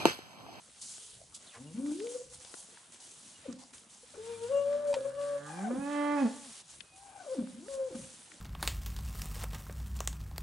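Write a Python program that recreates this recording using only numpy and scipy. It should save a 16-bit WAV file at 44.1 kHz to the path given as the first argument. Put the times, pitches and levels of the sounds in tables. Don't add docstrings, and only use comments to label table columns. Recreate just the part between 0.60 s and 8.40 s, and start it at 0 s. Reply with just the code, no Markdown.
import sys
import numpy as np
from scipy import signal
from scipy.io import wavfile
from scipy.ndimage import uniform_filter1d

SR = 44100
rng = np.random.default_rng(int(sys.argv[2]) if len(sys.argv) > 2 else 0)


def wrap_up_sound(samples):
    columns = np.atleast_2d(samples).T
    tamed = np.clip(columns, -1, 1)
    steps = np.round(tamed * 32767).astype(np.int16)
    wavfile.write(sys.argv[1], SR, steps)


def invert_db(x):
    u = np.asarray(x, float) / 20
    return 10 ** u


N = 344149


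def rms_one(x):
    return x / np.sqrt(np.mean(x ** 2) + 1e-20)


def in_time(rows):
    s, *columns = np.transpose(rows)
    return [np.interp(np.arange(N) / SR, s, c) for c in columns]


def at_hz(points, hz):
    table_hz, values = np.transpose(points)
    return np.interp(np.log(hz), np.log(table_hz), values)


def drift(rate, size=N):
    r = np.exp(-40 * np.pi * rate / SR)
    noise = rng.standard_normal(size // 20 + 4002)
    slow = signal.lfilter([1], [1, -2 * r, r * r], noise)[4000:]
    return np.interp(np.arange(size) / 20, np.arange(len(slow)), rms_one(slow))


def band(x, low_hz, high_hz):
    return signal.sosfilt(signal.butter(2, [low_hz, high_hz], "band", fs=SR, output="sos"), x)


def resonance(x, hz, width):
    r = np.exp(-np.pi * width / SR)
    zeros = [(1 - r * r) / 2, 0, (r * r - 1) / 2]
    poles = [1, -2 * r * np.cos(2 * np.pi * hz / SR), r * r]
    return signal.lfilter(zeros, poles, x + 1e-18)


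def shaded(x, low_db, high_db, corner_hz):
    low_part = signal.sosfilt(signal.butter(1, corner_hz, fs=SR, output="sos"), x)
    return invert_db(low_db) * low_part + invert_db(high_db) * (x - low_part)


# frequency in Hz, likeness from 0 to 1.
LEFT_RIGHT_LIKENESS = [(60, 0.84), (170, 1), (490, 0.77), (1380, 0.42), (3940, 0.72), (11200, 0.89)]


def banded(spectrum, patchy_db, grain_db):
    out, edges = 0, 45 * 2 ** np.arange(0, 8.6, .5)
    white = rng.standard_normal((2, 2, N)) * invert_db(grain_db * drift(230))
    for k, (low_hz, high_hz) in enumerate(zip(edges, edges[1:])):
        hz = np.sqrt(low_hz * high_hz)
        if at_hz(spectrum, hz) > -40:
            mid, side = band(white[k % 2], low_hz, high_hz)
            alike = np.clip(at_hz(LEFT_RIGHT_LIKENESS, hz), 0, 1)
            gain = invert_db(at_hz(spectrum, hz) + patchy_db * drift(5.2))
            stereo = np.sqrt(1 + alike) * mid + np.sqrt(1 - alike) * side * [[1], [-1]]
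            out = out + gain * stereo
    return rms_one(out)


# frequency in Hz, relative density in dB per Hz.
FLOOR_SPECTRUM = [(35, -48), (60, -6.5), (243, 4), (369, -7.5), (480, 0.5), (2120, -11), (2880, -12),
                  (6480, -10), (9000, -3.5), (11200, -31.5), (14600, -46), (22000, -120)]


def yard_floor():
    return invert_db(-63.5) * banded(FLOOR_SPECTRUM, patchy_db=5.0, grain_db=3.5)


# centre in seconds, peak in dB before flicker, swell in seconds (to 1/e).
GUSTS = [(.61, -75, .15), (1.74, -65.5, .1), (3.8, -76, 0.41), (4.55, -73, 0.29), (5.2, -66, 0.052),
         (6.3, -78.5, 0.25), (6.89, -82, 0.039), (7.12, -72, 0.092), (7.38, -67, 0.14)]
CALM_DB = -81.5


def wind():
    t = np.arange(N) / SR
    swells = sum(invert_db(db) * np.exp(-((t - s) / swell) ** 2) for s, db, swell in GUSTS)
    flicker = invert_db(2.2 * drift(5.2))
    shared = band(band(rng.standard_normal(N), 36, 173), 39, 183)
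    apart = band(rng.standard_normal((2, N)), 22, 100)
    return (invert_db(CALM_DB) + swells) * flicker * rms_one(shared + 0.11 * apart)


# delay in seconds, left level in dB, right level in dB.
WALL_ECHOES = [(.021, -8, -8.5), (.047, -10.5, -11), (.078, -13.5, -16), (.105, -18, -17),
               (.16, -22.5, -24.5), (.24, -23.5, -23)]
YARD_T60_S, WALL_CUT_HZ = 0.48, 1900


def yard(x):
    out, dull = np.zeros((2, N)), np.exp(-2 * np.pi * WALL_CUT_HZ / SR)
    for delay_s, *sides_db in WALL_ECHOES:
        lag = round(delay_s * SR)
        out[:, lag:] += invert_db(sides_db)[:, None] * x[:N - lag]
    for k, lag in enumerate((rng.uniform(.04, .11, 12) * SR).astype(int)):
        loop, gain, state = x.copy(), invert_db(-60 * lag / SR / YARD_T60_S), [0.]
        for i in range(lag, N, lag):
            back, state = signal.lfilter([gain * (1 - dull)], [1, -dull], loop[i - lag:i], zi=state)
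            loop[i:i + lag] += back[:N - i]
        sign = (-1) ** (k // 2)
        out[k % 2] += invert_db(-13.5) * (loop - x) * sign
    return out


# start in seconds, length in seconds, start pitch in Hz, end pitch in Hz,
# level in dB before the wavering.
PEEPS = [(1.05, 0.065, 2860, 2850, -66), (2.4, 0.071, 2950, 2940, -67), (2.735, 0.059, 2950, 2800, -62.5),
         (3.43, 0.022, 490, 497, -53), (3.664, 0.145, 2470, 2330, -61), (6.218, 0.19, 2540, 2460, -66)]


def peeps():
    out = np.zeros(N)
    for s, length, start_hz, end_hz, level_db in PEEPS:
        size, at = round(length * SR), round(s * SR)
        phase = 2 * np.pi * np.cumsum(np.linspace(start_hz, end_hz, size)) / SR
        level = invert_db(level_db + 3.1 * drift(33, size=size))
        out[at:at + size] += level * np.hanning(size) ** .5 * np.sin(phase)
    return out


# time in seconds, band centre in Hz, level in dB before the band's weighting.
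SWISH = [(.84, 4600, -74), (.875, 3930, -57), (.92, 2880, -62.5), (.95, 1490, -49.5), (.98, 875, -52),
         (1.0, 600, -65)]


def swish():
    before = (0, SWISH[0][1], -120)
    after = (SWISH[-1][0] + .02, SWISH[-1][1], -120)
    hz, level_db = in_time([before, *SWISH, after])
    noise, out = rng.standard_normal(N), 0
    width = np.where(hz > 2500, .08, .7)
    for c in np.geomspace(500, 5000, 20):
        weight = np.exp(-(np.log(hz / c) / width) ** 2)
        out = out + weight * rms_one(band(noise, c / 1.08, c * 1.077))
    return invert_db(level_db) * out


# time in seconds, rustle peak in dB, rise and fall in
# seconds per 10 dB (their signs are ignored), crunch in dB against the rustle.
STEPS = [(0.0, -60.5, .02, 1.2, -7.5), (.32, -46, 0.1, 0.18, -14), (.82, -58, 0.04, 0.55, -3),
         (1.32, -50, 0.1, 0.2, -14), (1.52, -49, .08, 0.11, -10.5), (1.74, -50, 0.03, .04, -9.5),
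         (2.0, -51.5, 0.26, 0.06, -18), (2.17, -59.5, 0.4, 0.2, -1.5), (2.32, -55, 0, 0.07, -3),
         (2.69, -55.5, 0.4, 0.13, -7.5), (2.85, -59.5, 0.13, 0.12, 1.5), (3.35, -57, -0.03, 0, -8),
         (3.5, -64, 0.06, .08, 1), (3.66, -56, .07, -0.33, -1), (3.73, -59, 0.07, .07, 2),
         (3.836, -54, .03, -0.15, -5), (3.93, -65, -0.7, 0.7, 1), (4.13, -65, 0.14, 0.16, 6.5),
         (4.5, -56.5, -0.15, 0, -5.5), (4.63, -56, -0.05, 0.2, -0.5), (5.15, -59, -0.6, .2, -6),
         (5.33, -54, .1, .17, 1), (5.6, -55.5, .06, .25, -5), (5.73, -56, -0.25, 0.1, -8),
         (5.9, -55.5, 0.2, 0.16, -6), (6.01, -52, -0.7, 0.01, -6.5), (6.099, -54, -0.03, 0.14, -6.5),
         (6.36, -57.5, 0, 0.1, -9), (6.75, -53.5, 0.1, 0.03, -15), (6.89, -58.5, 0.64, .12, -3),
         (7.14, -48.5, -0.06, -0.03, -8.5), (7.45, -56, 0.44, 0.7, -3)]
# time in seconds, rustle peak in dB, fall in seconds per 10 dB
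# (its sign is ignored), crunch in dB against the rustle.
LANDINGS = [(.218, -44, .045, -21), (0.747, -45, 0.03, -21), (1.81, -54, 0.15, -7),
            (2.405, -51.5, 0.24, -16.5), (2.99, -57.5, 0.14, -8), (3.135, -54.5, 0.1, -3.5),
            (3.299, -59.5, -1.3, -8), (4.273, -53.5, 0.16, -8.5), (4.865, -54, 0.3, -7),
            (7.35, -51.5, 0.1, -13)]
LANDING_RISE_S = .004


def steps():
    landings = [(s, db, LANDING_RISE_S, *rest) for s, db, *rest in LANDINGS]
    s, peak_db, rise, fall, crunch_db = np.transpose([*STEPS, *landings])[:, :, None]
    t = np.arange(0, N + 100, 100) / SR
    below_peak_db = 10 * np.maximum((s - t) / np.abs(rise), (t - s) / np.abs(fall))
    rustle_power = invert_db(peak_db - below_peak_db) ** 2
    crunch_power = rustle_power * invert_db(crunch_db) ** 2
    return [np.interp(np.arange(N) / SR, t, np.sqrt(p.sum(axis=0))) for p in (rustle_power, crunch_power)]


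# frequency in Hz, relative density in dB per Hz.
RUSTLE_SPECTRUM = [(2060, -25.5), (3500, -1.5), (4130, -13.5), (5290, 6.5), (9000, -0.5), (10600, 4),
                   (11200, -30), (14600, -48), (22000, -120)]
# frequency in Hz, relative density in dB per Hz.
CRUNCH_SPECTRUM = [(300, -5), (700, 0), (1500, 1), (2500, -1), (4000, 2), (5500, -11.5), (11000, -14)]


def straw():
    rustle, crunch = steps()
    rubbed = rustle * banded(RUSTLE_SPECTRUM, patchy_db=1.64, grain_db=1.35)
    return rubbed + crunch * banded(CRUNCH_SPECTRUM, patchy_db=0.0, grain_db=1.5)


# time in seconds, crack peak in dB before panning, pitch in Hz,
# thud in dB against the crack's peak.
SNAPS = [(0.0964, -55, 2510, -8), (0.2169, -53, 5450, -30), (0.3798, -46.5, 5670, -2.5),
         (0.7452, -52, 6000, -28), (1.2606, -44, 1630, -14), (1.2955, -53, 3000, -14),
         (1.401, -40.5, 2620, -9), (1.4696, -37, 3050, -8), (1.8005, -46, 6060, -13),
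         (1.8482, -37.5, 5050, -7), (1.9402, -42.5, 5000, 1.5), (2.1724, -46, 1530, -16),
         (2.3444, -50.5, 2820, 1), (2.4019, -47, 5550, -21), (2.9261, -42, 5870, -5.5),
         (3.1807, -44.5, 4960, -10), (3.8354, -46, 4000, -10), (4.128, -46, 1390, -22),
         (4.4074, -44, 3530, 2), (4.5034, -48, 1700, -22), (4.6129, -42, 3100, -23),
         (6.2053, -36, 3220, -30), (6.8718, -45, 1380, -21), (7.0823, -46.5, 1920, -9),
         (7.7169, -43.5, 1880, -12)]
SNAP_T60_S, SMALL_SNAPS = 0.021, 12


def snaps():
    out, t = np.zeros((2, N)), np.arange(SR // 10) / SR
    small = [0, -58.5, 1500, -25] + rng.random((SMALL_SNAPS, 4)) * [N / SR, 6, 4500, 25]
    for s, peak_db, hz, thud_db in [*SNAPS, *small]:
        burst = rng.standard_normal(len(t)) * invert_db(-60 * t / SNAP_T60_S)
        crack = band(burst, 0.55 * hz, 1.21 * hz) + 0.16 * band(burst, 1000, 5400)
        thud = band(burst, 140, 1550)
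        snap = crack / np.abs(crack).max() + invert_db(thud_db) * thud / np.abs(thud).max()
        at = round(s * SR)
        side = invert_db(rng.normal(0, 4.3) * np.array([[1], [-1]]))
        out[:, at:at + len(t)] += (side * invert_db(peak_db) * snap)[:, :N - at]
    return out


# frequency in Hz, relative level in dB, time to fall 60 dB in seconds.
RAIL_MODES = [(934, 6, 0.039), (1482, -19, 0.037), (2480, -2, .025), (3850, -1, 0.013), (4700, -1, 0.012),
              (8000, -4, 0.01)]
KNOCK_S, KNOCK_DB = 4.3405, -24.5


def knock():
    out, t = np.zeros(N), np.arange(SR // 10) / SR
    ring = sum(invert_db(db - 60 * t / t60) * np.sin(2 * np.pi * hz * t) for hz, db, t60 in RAIL_MODES)
    for delay_s, touch_db in [(-.011, -10), (0, -1), (.0035, -13), (.014, -29)]:
        at = round((KNOCK_S + delay_s) * SR)
        out[at:at + len(t)] += invert_db(KNOCK_DB + touch_db) * ring / np.abs(ring).max()
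    at = round(KNOCK_S * SR)
    splinter = band(rng.standard_normal(len(t)), 570, 4300)
    out[at:at + len(t)] += invert_db(KNOCK_DB - 5 - 60 * t / 0.067) * splinter
    return out


def throat_noise(throat, slope_db, size):
    noise = rng.standard_normal(size)
    rings = [(-1) ** k * invert_db(slope_db * np.log2(hz)) * resonance(noise, hz, width)
             for k, (hz, width, _) in enumerate(throat)]
    return rms_one(sum(rings))


MOUTH_OPENS_S = 4.88, 5.25
GLIDE_LOSS_DB = 1.1


def voice(rows, throat, count, nose=(), wobble=0, boost=0):
    s, *columns = np.transpose(rows)
    span = np.arange(int(s[0] * SR), int(s[-1] * SR))
    t = span / SR
    hz, level_db, slope_db, *more = [np.interp(t, s, c) for c in columns]
    wobble = np.broadcast_to(wobble, N)[span]
    phase = 2 * np.pi * np.cumsum(hz * (1 + wobble * drift(40, size=len(t)))) / SR
    k = np.arange(1, count + 1)[:, None]
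    closed = np.clip((MOUTH_OPENS_S[1] - t) / np.ptp(MOUTH_OPENS_S), 0, 1)
    shapes = [*throat, *[(centre, width, db * closed) for centre, width, db in nose]]
    glide = uniform_filter1d(np.abs(np.gradient(np.log2(hz))) * SR, size=600)
    slope_db = slope_db - GLIDE_LOSS_DB * np.minimum(glide, 15)
    lift_db = sum(db / (1 + (2 * (k * hz - centre) / width) ** 2) for centre, width, db in shapes)
    partial_db = lift_db - lift_db[0] + slope_db * np.log2(k)
    partials = invert_db(partial_db) * np.sin(k * (phase + 0.256 * k))
    fade = np.clip(np.minimum(t - s[0], s[-1] - t) / 0.0043, 0, 1)
    return span, phase, partials, fade * invert_db(level_db + boost * lift_db[0]), more


# time in seconds, pitch in Hz, lowest partial in dB before the mix,
# overtone slope in dB per octave before glide loss, breath in dB against the lowest partial.
NEAR_CALL = [(3.5, 84.1, -77, -0.5, -23), (3.75, 101.2, -67, -6, -28), (3.93, 109.3, -64, -5.5, -30),
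             (4.11, 119.8, -66, -1, -28), (4.54, 132.2, -67, -1.5, -28), (4.72, 135.5, -65.5, 0, -28),
             (4.9, 151.8, -55, 0, -11), (5.01, 189.3, -41.5, -3.5, -16), (5.05, 209.1, -37.5, -5, -22),
             (5.11, 242.1, -37, -3, -43), (5.2, 276.4, -38, -4.5, -43), (5.3, 291.3, -39.5, -3, -17),
             (5.4, 292, -33.5, -3, -21.5), (5.55, 292.6, -31, -4, -20.5), (5.61, 276, -31, -2, -20),
             (5.63, 262.6, -24.5, -3.5, -26), (5.66, 221.2, -27, -1.5, -47), (5.68, 223.4, -34, -10.5, -40),
             (5.7, 215, -55, -18, -30)]
# centre in Hz, width in Hz, lift in dB.
NEAR_THROAT = [(235.4, 160, 8.5), (517, 97, 5.5), (833.3, 240, 7), (1190, 88, 9.5), (1700, 202, 8.5),
               (2052, 33, 5.5), (2522, 120, 14.5), (3220, 150, 11), (4870, 6400, -39)]
# centre in Hz, width in Hz,
# lift in dB with the mouth shut.
CLOSED_MOUTH = [(800, 500, -6), (1550, 700, 12), (2800, 1000, -26)]


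def low():
    out = np.zeros(N)
    span, phase, partials, envelope, (breath_db,) = voice(
        NEAR_CALL, NEAR_THROAT, count=20, nose=CLOSED_MOUTH, wobble=0.0017)
    shimmer = invert_db([0.97 * drift(3.5, size=len(span)) for _ in partials])
    tone = np.sqrt(2) * (shimmer * partials).sum(axis=0)
    puffs = throat_noise(NEAR_THROAT[2:6], slope_db=-3.0, size=len(span)) * (1 + 1.76 * np.sin(phase))
    out[span] = envelope * (tone + invert_db(breath_db) * puffs)
    return out


# time in seconds, pitch in Hz, effort in dB before throat boost
# and mix, overtone slope in dB per octave before the losses of glide and roughness.
FAR_CALLS = [
    [(0.96, 107.4, -65, -5), (0.992, 118.7, -57.5, -9.5), (1.05, 145, -55, -7), (1.122, 163, -53, -8),
     (1.138, 177, -53, -12), (1.148, 206.4, -43.5, -10), (1.206, 268.5, -49, -11.5),
     (1.26, 293.3, -43, -22), (1.322, 296.4, -37.5, -24), (1.362, 349, -47.5, -39), (1.41, 408, -40.5, -37),
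     (1.452, 472.4, -42.5, -27), (1.532, 486.4, -54, -21), (1.558, 506, -46, -27), (1.606, 484, -57.5, -22),
     (1.72, 505, -81, -15)],
    [(2.83, 712, -79, -11), (2.866, 503, -49, -5), (2.886, 269.5, -51.5, 2.5), (2.924, 219, -55.5, 3),
     (2.95, 163, -57, -21)],
    [(3.535, 618, -71, -15), (3.556, 445, -57.5, -24), (3.6, 433.4, -45.5, -24), (3.635, 451.6, -53, -17),
     (3.702, 467.5, -45, -12), (3.79, 457, -51, -13.5), (3.85, 468.4, -40.5, -14.5), (3.88, 484, -58, -1),
     (3.92, 557.2, -40, -9), (3.976, 562.8, -34.5, -15.5), (4.036, 567, -46.5, -8), (4.06, 562.7, -40, -28),
     (4.122, 577.8, -37.5, -23.5), (4.228, 586, -38, -26), (4.308, 575.2, -34, -33), (4.345, 536, -57, -20),
     (4.37, 542.5, -40.5, -22), (4.397, 536, -47.5, -31), (4.435, 534.3, -66, -1), (4.455, 547.2, -47, -4),
     (4.485, 558.3, -48.5, -21), (4.547, 568, -66, -2), (4.587, 568.6, -43, -10), (4.68, 574, -46.5, -10.5),
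     (4.765, 568, -42.5, -15), (4.81, 568, -62, -8)],
    [(4.86, 834, -63, -13), (4.9, 815, -48.5, -5), (5.026, 787, -46, -8), (5.082, 726.7, -41, -9),
     (5.102, 590.5, -52, -25.5), (5.132, 374.7, -49.5, -30), (5.148, 282, -53, -25), (5.2, 188, -45, -15)],
    [(6.3, 768, -86, -18), (6.336, 756, -68.5, -31), (6.44, 800, -59, -8.5), (6.564, 788, -57, -7),
     (6.654, 686, -52, -14), (6.692, 513, -54.5, -1.5), (6.736, 527.7, -46, -9), (6.746, 483.5, -51, 10),
     (6.752, 370.6, -51, 3), (6.772, 286, -51, 5), (6.792, 254.3, -46, -22), (6.826, 199.5, -44.5, -1.5),
     (6.87, 152, -74, -10)],
    [(6.93, 192.6, -51, -21), (6.988, 247.8, -58, -7), (7.064, 411, -51, -5), (7.078, 432, -62, -4),
     (7.086, 551.5, -53, -11), (7.204, 533.2, -45.5, -10), (7.25, 522, -53, -9), (7.285, 510, -51, -8),
     (7.302, 460, -58, -6), (7.31, 351, -46, -3), (7.33, 300, -49, -4), (7.356, 241, -45, -10),
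     (7.396, 185.2, -54, -0.5), (7.45, 111.9, -57, -22.5)],
]
# centre in Hz, width in Hz, lift in dB.
FAR_THROAT = [(258.4, 55, 23), (526.6, 104.6, 24), (883, 320, 8.5), (1199, 217, 13), (1490, 120, 11.5),
              (2390, 22, 9.5), (2813, 46, 25.5), (3520, 46, 11)]
# start in seconds, end in seconds, roughness from 0 to 1 before smoothing.
HOARSE_SPELLS = [(.95, 1.6, .14), (1.6, 1.75, .3), (2.8, 3.0, .25), (3.5, 3.575, 1), (4.35, 4.57, .2),
                 (4.85, 5.07, .45), (5.08, 5.15, .75), (5.15, 5.22, .4), (6.45, 6.675, .7),
                 (6.75, 7.07, .26), (7.295, 7.46, .28)]
CLEAR_ROUGHNESS = .06
THROAT_BOOST = 0.57
FAR_BREATH_DB, HOARSE_BREATH_DB, HOARSE_SLOPE_DB = -36, 31, -4


def bugle():
    out, roughness = np.zeros(N), np.full(N, CLEAR_ROUGHNESS)
    for start, end, amount in HOARSE_SPELLS:
        roughness[int(start * SR):int(end * SR)] = amount
    roughness = uniform_filter1d(roughness, size=1500)
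    for call in FAR_CALLS:
        span, _, partials, envelope, _ = voice(
            call, FAR_THROAT, count=7, boost=THROAT_BOOST, wobble=0.036 * roughness ** 2)
        rough, size = roughness[span], len(span)
        dulled = invert_db(HOARSE_SLOPE_DB * rough * np.log2(np.arange(1, 8))[:, None])
        shared = drift(40.0, size=size)
        flutter = [1 - 0.37 * rough + 1.16 * rough * (shared + 0.75 * drift(45, size=size)) for _ in partials]
        tone = np.sqrt(2) * (flutter * partials * dulled).sum(axis=0)
        breath_level = invert_db(FAR_BREATH_DB + HOARSE_BREATH_DB * np.sqrt(rough))
        breath = breath_level * throat_noise(FAR_THROAT[:6], slope_db=-0.5, size=size)
        out[span] += envelope * (tone + breath)
    return out


# frequency in Hz, width in Hz, level in dB.
SHED_RINGS = [(228, 83, -1.5), (524, 54, -5)]


def cattle():
    far, near = bugle(), low()
    samples = np.arange(N)
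    bounce = np.interp(samples - 0.00056 * SR, samples, near)
    left = invert_db(0.5) * far + shaded(near + .5 * bounce, low_db=-1.0, high_db=-8.0, corner_hz=600)
    right = shaded(far, low_db=0.0, high_db=-10.0, corner_hz=428) + invert_db(2.5) * near
    far_sent = invert_db(-13) * far + sum(invert_db(db) * resonance(far, hz, width) for hz, width, db in SHED_RINGS)
    near_sent = shaded(near, low_db=-8.0, high_db=0.0, corner_hz=504)
    return np.array([left, right]) + yard(far_sent + near_sent)


def scene():
    background = yard_floor() + wind()
    return background + peeps() + swish() + straw() + snaps() + knock() + cattle()


def low_pass(x):
    return signal.sosfilt(signal.butter(12, 11800, fs=SR, output="sos"), x)


def record(dry):
    lifted = dry + invert_db(-4.5) * resonance(dry, hz=8730, width=890)
    mix = signal.sosfilt(signal.ellip(12, .3, 80, 10980, fs=SR, output="sos"), lifted)
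    return low_pass(mix)


dry = scene()
out = record(dry)
wrap_up_sound(out)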